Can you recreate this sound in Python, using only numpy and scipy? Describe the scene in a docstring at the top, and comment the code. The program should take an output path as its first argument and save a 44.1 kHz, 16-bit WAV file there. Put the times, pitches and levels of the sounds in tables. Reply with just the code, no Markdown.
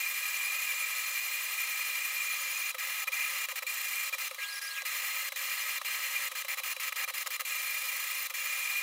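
"""A buzzing, whining 3D printer is heard first, in fast sweeps over the steady hiss of small fans.
Three stepper motors speed up and reverse in tiny loops and zigzags: sine notes and rattle ring the frame.
Between strokes come short hops with dull thumps; on a long move out and back one note holds, another glides.
The frame also sings one beaded note, which swells now and then; loose joints click.
Fan air and whistles are filtered noise. All is nearly mono, with a faint diffuse left-right difference."""
import sys
import numpy as np
from scipy import signal
from scipy.fft import rfft, irfft
from scipy.io import wavfile

SR = 44100
rng = np.random.default_rng(int(sys.argv[2]) if len(sys.argv) > 2 else 0)


def dump_mix(stems):
    """Bounce the given channels to the path in sys.argv[1] as a 16-bit WAV at rate SR."""
    frames = np.atleast_2d(stems).T  # one column per channel
    limited = np.clip(frames, -1, 1)  # hard clip at full scale
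    pcm = np.round(limited * 32767).astype(np.int16)
    wavfile.write(sys.argv[1], SR, pcm)


N = 388962
TIME = np.arange(N) / SR  # seconds
FREQS = np.maximum(np.arange(N // 2 + 1) * SR / N, 1)  # Hz, kept above zero for the logarithms

# quick hops between strokes: [start t/s, end t/s, relative level/dB, relative thump level/dB]
HOP_MOVES = [(2.744, 2.75, 2.5, 13.5), (3.071, 3.089, -0.5, 12), (3.485, 3.525, -2, 12),
             (3.622, 3.634, -0.2, 14), (4.125, 4.151, -2, 12), (4.31, 4.312, 2, 14),
             (4.345, 4.348, -7, -3.6), (5.32, 5.325, 3.5, 12), (5.814, 5.817, 5.5, 13),
             (6.314, 6.322, -1.5, 10.2), (6.446, 6.451, 0, 12), (6.572, 6.601, -1.5, 12.5),
             (6.764, 6.766, 3, 11), (6.922, 6.927, 3.5, 10.3), (7.076, 7.106, -0.3, 12),
             (7.26, 7.276, -0.5, 12), (7.394, 7.417, -1.5, 12), (8.297, 8.309, -.5, 9)]
# long moves across the bed, out and back: [start t/s, end t/s]
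LONG_MOVES = [(4.381, 4.594), (4.613, 4.828)]


def undb(db):
    """Turn decibels into gain."""
    return 10 ** (np.asarray(db) / 20)


def unit(x):
    """Scale to an rms (average strength) of one."""
    return x / np.sqrt(np.mean(x ** 2))


def noise():
    """White noise: equally strong at all frequencies."""
    return rng.standard_normal(N)


def response(points):
    """Gain at every frequency, joined up from (Hz, dB) points."""
    hz, db = np.transpose(points)
    return undb(np.interp(np.log(FREQS), np.log(hz), db))


def bump(hz, width_hz):
    """Gain of one resonance with steep skirts."""
    return 1 / (1 + ((FREQS - hz) / width_hz) ** 2)


def low_cut(hz):
    """Gain of a steep high-pass, which removes the bass."""
    return 1 / np.sqrt(1 + (hz / FREQS) ** 8)


def colour(x, gain):
    """Filter that only looks back in time, so that resonances ring after a blow."""
    # folding the cepstrum (spectrum of the log gain) moves all the ringing after the blow
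    cepstrum = irfft(np.log(gain + 1e-9), N)
    cepstrum[1:N // 2] *= 2
    cepstrum[N // 2 + 1:] = 0
    ring = irfft(np.exp(rfft(cepstrum)), N)[:SR // 4]
    return signal.fftconvolve(x, ring)[:N]


def wander(hz):
    """Smooth chance with a spread of one, changing about hz times a second."""
    return unit(irfft(rfft(noise()) * bump(0, hz), N))


def gate(start, end, rise=0.0019, fall=0.0014):
    """One while a move lasts: a short run-up (s), then the vibration dies away (s)."""
    out = np.zeros(N)
    near = slice(*np.searchsorted(TIME, [start, end + .1]))
    run_up = np.clip((TIME[near] - start) / rise, 0, 1)
    out[near] = run_up * np.exp(-np.maximum(TIME[near] - end, 0) / fall)
    return out


def turns(hz):
    """Phase in radians of something that repeats at hz."""
    return 2 * np.pi * np.cumsum(hz * np.ones(N)) / SR


def curve(points):
    """Join (s, value) points by straight lines."""
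    return np.interp(TIME, *np.transpose(points))


def rattle(spread_db):
    """Dense tiny impacts of uneven size from belts, pulleys and joints."""
    return unit(noise() * undb(spread_db * noise()))


def voiced(x, gain, treble_gain, split_hz=2900):
    """Give the middle and the treble of a vibration each their own strength."""
    low = irfft(rfft(x) / (1 + (FREQS / split_hz) ** 6), N)
    return low * gain + (x - low) * treble_gain


def frame(x):
    """Motor vibration sets off the resonances of the frame and motor housings."""
    # frame resonances: [f/Hz, half width/Hz, relative level/dB]
    frame_modes = [(542, 36, -18.5), (787, 25, -19), (1067, 118, -16.0), (1274, 58.5, -6.5),
                   (1671, 87, -8.5), (1921, 76, -5.5), (2072, 105, -3), (2386.5, 56.5, 0.9),
                   (2527, 56, -7.5), (2788, 96, -5), (3090, 95, -13), (3295, 83, -12.5), (3520, 45, -17),
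                   (3640, 86, -14), (4080, 82, -12.5), (4196, 49, -8), (4354, 96, -14), (4560, 37, -19),
                   (4925, 110, -12.5), (5200, 34, -18)]
    # motor housing resonances: [f/Hz, half width/Hz, relative level/dB]
    housing_modes = [(5475, 92, -13.5), (5720, 54, -15.5), (6150, 59, -10), (6250, 82, -12),
                     (6990, 174, -10), (7640, 120, -14), (7870, 67, -17.5), (8170, 110, -17.5),
                     (8380, 46, -17.5), (8820, 170, -16), (9110, 130, -19), (9100, 36, -24),
                     (9790, 91, -12.5), (9940, 217, -20.5), (10580, 240, -20), (11000, 61, -12),
                     (11730, 330, -19.6), (10700, 85, -11.5), (11930, 165, -11.5), (12700, 220, -14.5),
                     (13538, 210, -26.5), (14000, 67, -17), (14360, 240, -8), (14933, 112, -20),
                     (15190, 168, -11.5), (15557, 141, -20)]
    # broad response beneath the resonances: [f/Hz, relative level/dB]
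    frame_body = [(200, -71), (400, -64), (600, -29.5), (950, -27), (1450, -39.5), (1800, -13),
                  (3000, -22.5), (4700, -29.5), (8000, -25.5), (12400, -39.5), (13050, -47), (14000, -29),
                  (15700, -32)]
    power = response(frame_body) ** 2
    for hz, width, db in [*frame_modes, *housing_modes]:
        power = power + (undb(db) * bump(hz, width)) ** 2
    return colour(x, np.sqrt(power))


def stroke_motion():
    """The head's heading in radians, whether it moves, and the level and whine of the current stroke."""
    # printing strokes: [start t/s, end t/s, swings per second/Hz, relative level/dB, relative whine level/dB]
    stroke_moves = [(0, 2.715, 11.15, -2.3, 2.5), (2.781, 3.042, 41, -1.3, -6),
                    (3.118, 3.457, 37, -0.6, -2), (3.555, 3.593, 30, -0.9, -3), (3.665, 4.096, 27, -2.9, 3),
                    (4.181, 4.281, 30, -1.5, -4), (4.85, 5.29, 9, -0.6, -2), (5.357, 5.784, 12, -0.5, -3),
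                    (5.846, 6.286, 10, 0.1, -2), (6.35, 6.423, 28, -1.8, -5), (6.481, 6.545, 28, 0.7, -3),
                    (6.633, 6.733, 24, 0, -2), (6.797, 6.895, 24, -0.2, -2), (6.957, 7.048, 24, 1.9, -2),
                    (7.136, 7.231, 24, -1.8, -2), (7.303, 7.366, 28, -0.5, -4), (7.449, 8.271, 27, -2.6, 3),
                    (8.338, 8.82, 16, -1.9, -1)]
    start, end, swing, db, whine_db = np.transpose(stroke_moves)
    row = np.clip(np.searchsorted(start, TIME, side="right") - 1, 0, len(start) - 1)
    angle = np.pi * swing[row] * (TIME - start[row])
    moving = np.minimum(sum(gate(a, b) for a, b in zip(start, end)), 1)
    return angle, moving, db[row], whine_db[row]


def strokes(step_db=-6.5, steep=2.5, half_db=-18.5, quarter_db=-23,
            rattle_db=-3.1, load=0.27, treble_db=-.4, treble_share=.2):
    """Each tower follows the head's direction: its step rate sweeps up and falls to zero at every reversal."""
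    # speed of the head, as the top step rate of the busiest motor: [t/s, f/Hz]
    step_rate = [(0, 12500), (.45, 11400), (.85, 11400), (1.8, 12500), (2.18, 12500), (2.27, 10000),
                 (2.7, 10000), (2.85, 12400), (3.2, 9400), (3.7, 12000), (6.4, 12400), (6.5, 15300),
                 (7.2, 15300), (7.5, 10700), (7.65, 14500), (8.25, 14500), (8.35, 10000), (8.82, 12000)]
    angle, moving, db, whine_db = stroke_motion()
    top_hz = curve(step_rate)
    step = undb(whine_db + step_db)
    drive = 0
    # three motors: lag in half turns, and share of the top step rate
    for lag, reach in [(0, 1), (.27, .69), (-.27, .68)]:
        speed = np.abs(np.cos(angle + np.pi * lag))
        phase = turns(top_hz * reach * speed * (1 + .025 * wander(500)))
        whine = step * speed ** steep * np.sin(phase)
        # uneven microsteps repeat every two and four steps
        whine = whine + undb(half_db) * np.sin(phase / 2)
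        whine = whine + undb(quarter_db) * np.sin(phase / 4)
        belt = undb(rattle_db) * speed ** load * rattle(spread_db=5)
        drive = drive + reach * (speed ** 2 * whine + belt)
    # a harder stroke swells the middle more than the treble
    return voiced(drive, moving * undb(db), moving * undb(treble_db + treble_share * db))


def sings(hz=2402, scatter_hz=24, waver=.011, beads_hz=46, uneven=.35, scatter_db=3.4, sing_db=1.0):
    """The main resonance sings in uneven beads at irregular moments, each with its pitch and strength."""
    # note of the frame's main resonance during strokes, before sing_db is added: [t/s, level/dB]
    sing_level = [(0, -40), (0.84, -38), (1.08, -43), (1.9, -39), (2.7, -40), (2.8, -45), (3.04, -47),
                  (3.24, -35), (3.4, -56), (3.67, -39), (3.79, -47), (4.03, -38), (4.28, -53), (7.36, -55),
                  (7.5, -41), (8.25, -46), (8.82, -36)]
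    _, moving, _, _ = stroke_motion()
    phase = turns(beads_hz * np.exp(uneven * wander(30)))
    bead = (phase / (2 * np.pi)).astype(int)  # number of the current bead
    note = turns(hz * (1 + waver * wander(120)))
    detune, strength = rng.standard_normal((bead[-1] + 1, 2))[bead].T
    swelling = np.abs(np.sin(phase / 2)) * undb(scatter_db * np.tanh(strength))
    beads = swelling * np.sin(note + turns(scatter_hz * detune))
    return unit(beads) * moving * undb(curve(sing_level) + sing_db)


def fans(air_db=-39.5, flutter_db=1):
    """Air hiss that flutters a little, with narrow wavering whistles."""
    # colour of the fan air: [f/Hz, relative level/dB]
    fan_air = [(80, -34), (150, -66), (250, -32), (420, -28), (530, -14.5), (750, -16.5), (1180, 1.5),
               (1500, -12), (2000, -3), (3200, -3), (5000, -8.5), (12000, -11), (13000, -10), (14200, -15)]
    # fan whistles: [f/Hz, width/Hz, level/dB]
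    fan_whistles = [(1213, 75, -62.5), (3968, 71, -56), (14600, 60, -64)]
    sound = colour(noise(), response(fan_air)) * undb(air_db + flutter_db * wander(4.7))
    for hz, width, db in fan_whistles:
        whistle = irfft(rfft(noise()) * bump(hz, width) ** 2, N)
        sound = sound + undb(db) * unit(whistle)
    return sound


def hops(hop_db=-1, zip_db=-9, zip_hz=1350, end_hz=650, treble_db=-1.4, treble_share=.2):
    """A hop is a short hard burst of rattle with a low motor note that falls as the head brakes."""
    gain, treble_gain, pitch = 0, 0, 0
    for start, end, db, _ in HOP_MOVES:
        burst = gate(start, end, rise=0.00095, fall=0.0033)
        gain = gain + burst * undb(db)
        treble_gain = treble_gain + burst * undb(treble_db + treble_share * db)
        braking = np.interp(TIME, [start, end], [1, .5])
        pitch = pitch + gate(start, end, rise=0.000988, fall=.006) * braking
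    note_hz = (end_hz + (zip_hz - end_hz) * pitch) * (1 + 0.152 * wander(506))
    note = np.sin(turns(note_hz))
    return undb(hop_db) * voiced(rattle(spread_db=7) + undb(zip_db) * note, gain, treble_gain)


def thumps(hz=515, t60=0.073, thump_db=-57, start_db=-2, long_db=10, bend=0.35, settle=0.0028):
    """Starting and braking jolt the frame; the pitch drops onto its lowest mode."""
    jolts = np.zeros(N)
    age = np.arange(SR // 8) / SR  # seconds since the jolt
    phase = 2 * np.pi * np.cumsum(hz * (1 + bend * np.exp(-age / settle))) / SR
    # t60: seconds to fade by 60 dB
    ring = np.sin(phase) * undb(-60 * age / t60) * (1 - np.exp(-age * 1000))
    for start, end, _, db in HOP_MOVES:
        jolts[int(start * SR)] += undb(db + start_db)
        jolts[int(end * SR)] += undb(db)
    # leaving on the first long move, and stopping after the last
    for s in (LONG_MOVES[0][0], LONG_MOVES[-1][1]):
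        jolts[int(s * SR)] += undb(long_db)
    return undb(thump_db) * signal.fftconvolve(jolts, ring)[:N]


def swells(hz=2410, length=.008):
    """The note of the main resonance briefly swells and fades."""
    # swells of the main resonance: [t/s, peak level/dB]
    swell_peaks = [(3.083, -25), (3.135, -30), (4.137, -27), (6.166, -28)]
    loudness = sum(undb(db) * np.exp(-((TIME - s) / length) ** 2) for s, db in swell_peaks)
    return loudness * np.sin(turns(hz))


def crossings(cruise_hz=1636, cruise_db=-13, overtone_db=-19.5, rough_db=-11.5, rattle_db=-7.5,
              hiss_db=-1, home_db=-3.8, far_db=-.3, ease=1.45, flare_hz=2850, flare_width_hz=500,
              flare_db=4.2, meeting_db=-6.5, octave_db=-9, gliding_db=-19):
    """One note holds, another glides down and back; a rough emphasis rises and falls across its overtones."""
    # gliding note: [at home f/Hz, at the far side f/Hz]
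    gliding_ends = (2250, 937)
    # centre of the rough emphasis: [at home f/Hz, at the far side f/Hz]
    rough_ends = (2000, 5350)
    # share of the way still between the head and the far side: out on the first move, back on the second
    way = np.interp(TIME, np.ravel(LONG_MOVES), [1, 0, 0, 1])
    gliding_hz = gliding_ends[1] * (gliding_ends[0] / gliding_ends[1]) ** way
    nearness = np.cos(np.pi / 2 * way ** ease) ** 2
    rough_hz = rough_ends[0] + (rough_ends[1] - rough_ends[0]) * nearness
    # louder towards the far side, and where the rough emphasis passes flare_hz
    flare = flare_db * np.exp(-((rough_hz - flare_hz) / flare_width_hz) ** 2)
    db = far_db + (home_db - far_db) * way + flare
    cruise = turns(cruise_hz * (1 + .006 * wander(80)))
    gliding = turns(gliding_hz * (1 + .005 * wander(300)))
    rough = turns(rough_hz * (1 + .1 * wander(500)))
    drive = undb(cruise_db) * np.sin(cruise)
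    drive += undb(overtone_db) * sum(np.sin(k * cruise) for k in (4, 5, 7))
    for k in range(2, 12):
        # overtones of the gliding note flare up near the centre of the emphasis or its octave
        meeting = 0
        for n, size_db in [(1, meeting_db), (2, octave_db)]:
            gap_hz = k * gliding_hz - n * rough_hz
            meeting = meeting + undb(size_db) * np.exp(-(gap_hz / 650) ** 2)
        drive += (meeting * rough_hz / rough_hz.max() + undb(gliding_db) / k) * np.sin(k * gliding)
    # a strongly wavering tone fills the emphasis; it follows the level twice, here and below
    drive += undb(rough_db + db) * np.sin(rough)
    drive += undb(rattle_db) * voiced(rattle(spread_db=0.5), 1, undb(hiss_db))
    return drive * undb(db) * sum(gate(a, b) for a, b in LONG_MOVES)


def clicks(click_db=-24, decay=0.0017, hz=6000, width_hz=3500, knock=.6):
    """Loose joints click: sharp bright ticks of noise with a small knock and little bass."""
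    # clicks: [t/s, relative level/dB]
    click_times = [(4.8204, -6), (7.2718, -0.5), (7.2762, -10)]
    blows = sum(undb(db) * gate(s, s, rise=.00005, fall=decay) for s, db in click_times)
    tone = (bump(hz, width_hz) + knock * bump(1600, 600)) * low_cut(700)
    return undb(click_db) * colour(2 * noise() * blows, tone)


def scene(motor_db=-18.0, diffuse_t60=0.6):
    """The printer is nearly mono, with a faint diffuse difference between left and right."""
    # left-right difference against the middle: [f/Hz, relative level/dB]
    side_colour = [(100, -10.5), (300, -3), (550, -13.5), (1000, -16.5), (2200, -62), (4500, -55),
                   (8000, -35.5), (14000, -19)]
    motors = undb(motor_db) * frame(strokes() + hops() + crossings())
    mid = motors + thumps() + sings() + swells() + clicks() + fans()
    age = np.arange(SR // 4) / SR
    # decaying noise smears the sound; diffuse_t60 is the seconds to fade by 60 dB
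    smear = rng.standard_normal(len(age)) * np.exp(-np.log(1000) * age / diffuse_t60)
    diffuse = signal.fftconvolve(mid, smear / np.linalg.norm(smear))[:N]
    side = colour(diffuse, response(side_colour))
    return np.array([mid + side, mid - side])


def record(dry, bass_hz=150, top_hz=15750):
    """The small microphone loses the bass and the recorder cuts the top steeply."""
    bass_cut = signal.butter(4, bass_hz, "high", fs=SR, output="sos")
    top_cut = signal.ellip(10, .2, 80, top_hz, fs=SR, output="sos")
    thin = signal.sosfilt(bass_cut, dry)
    return signal.sosfilt(top_cut, thin)


dry = scene()
out = record(dry)
dump_mix(out)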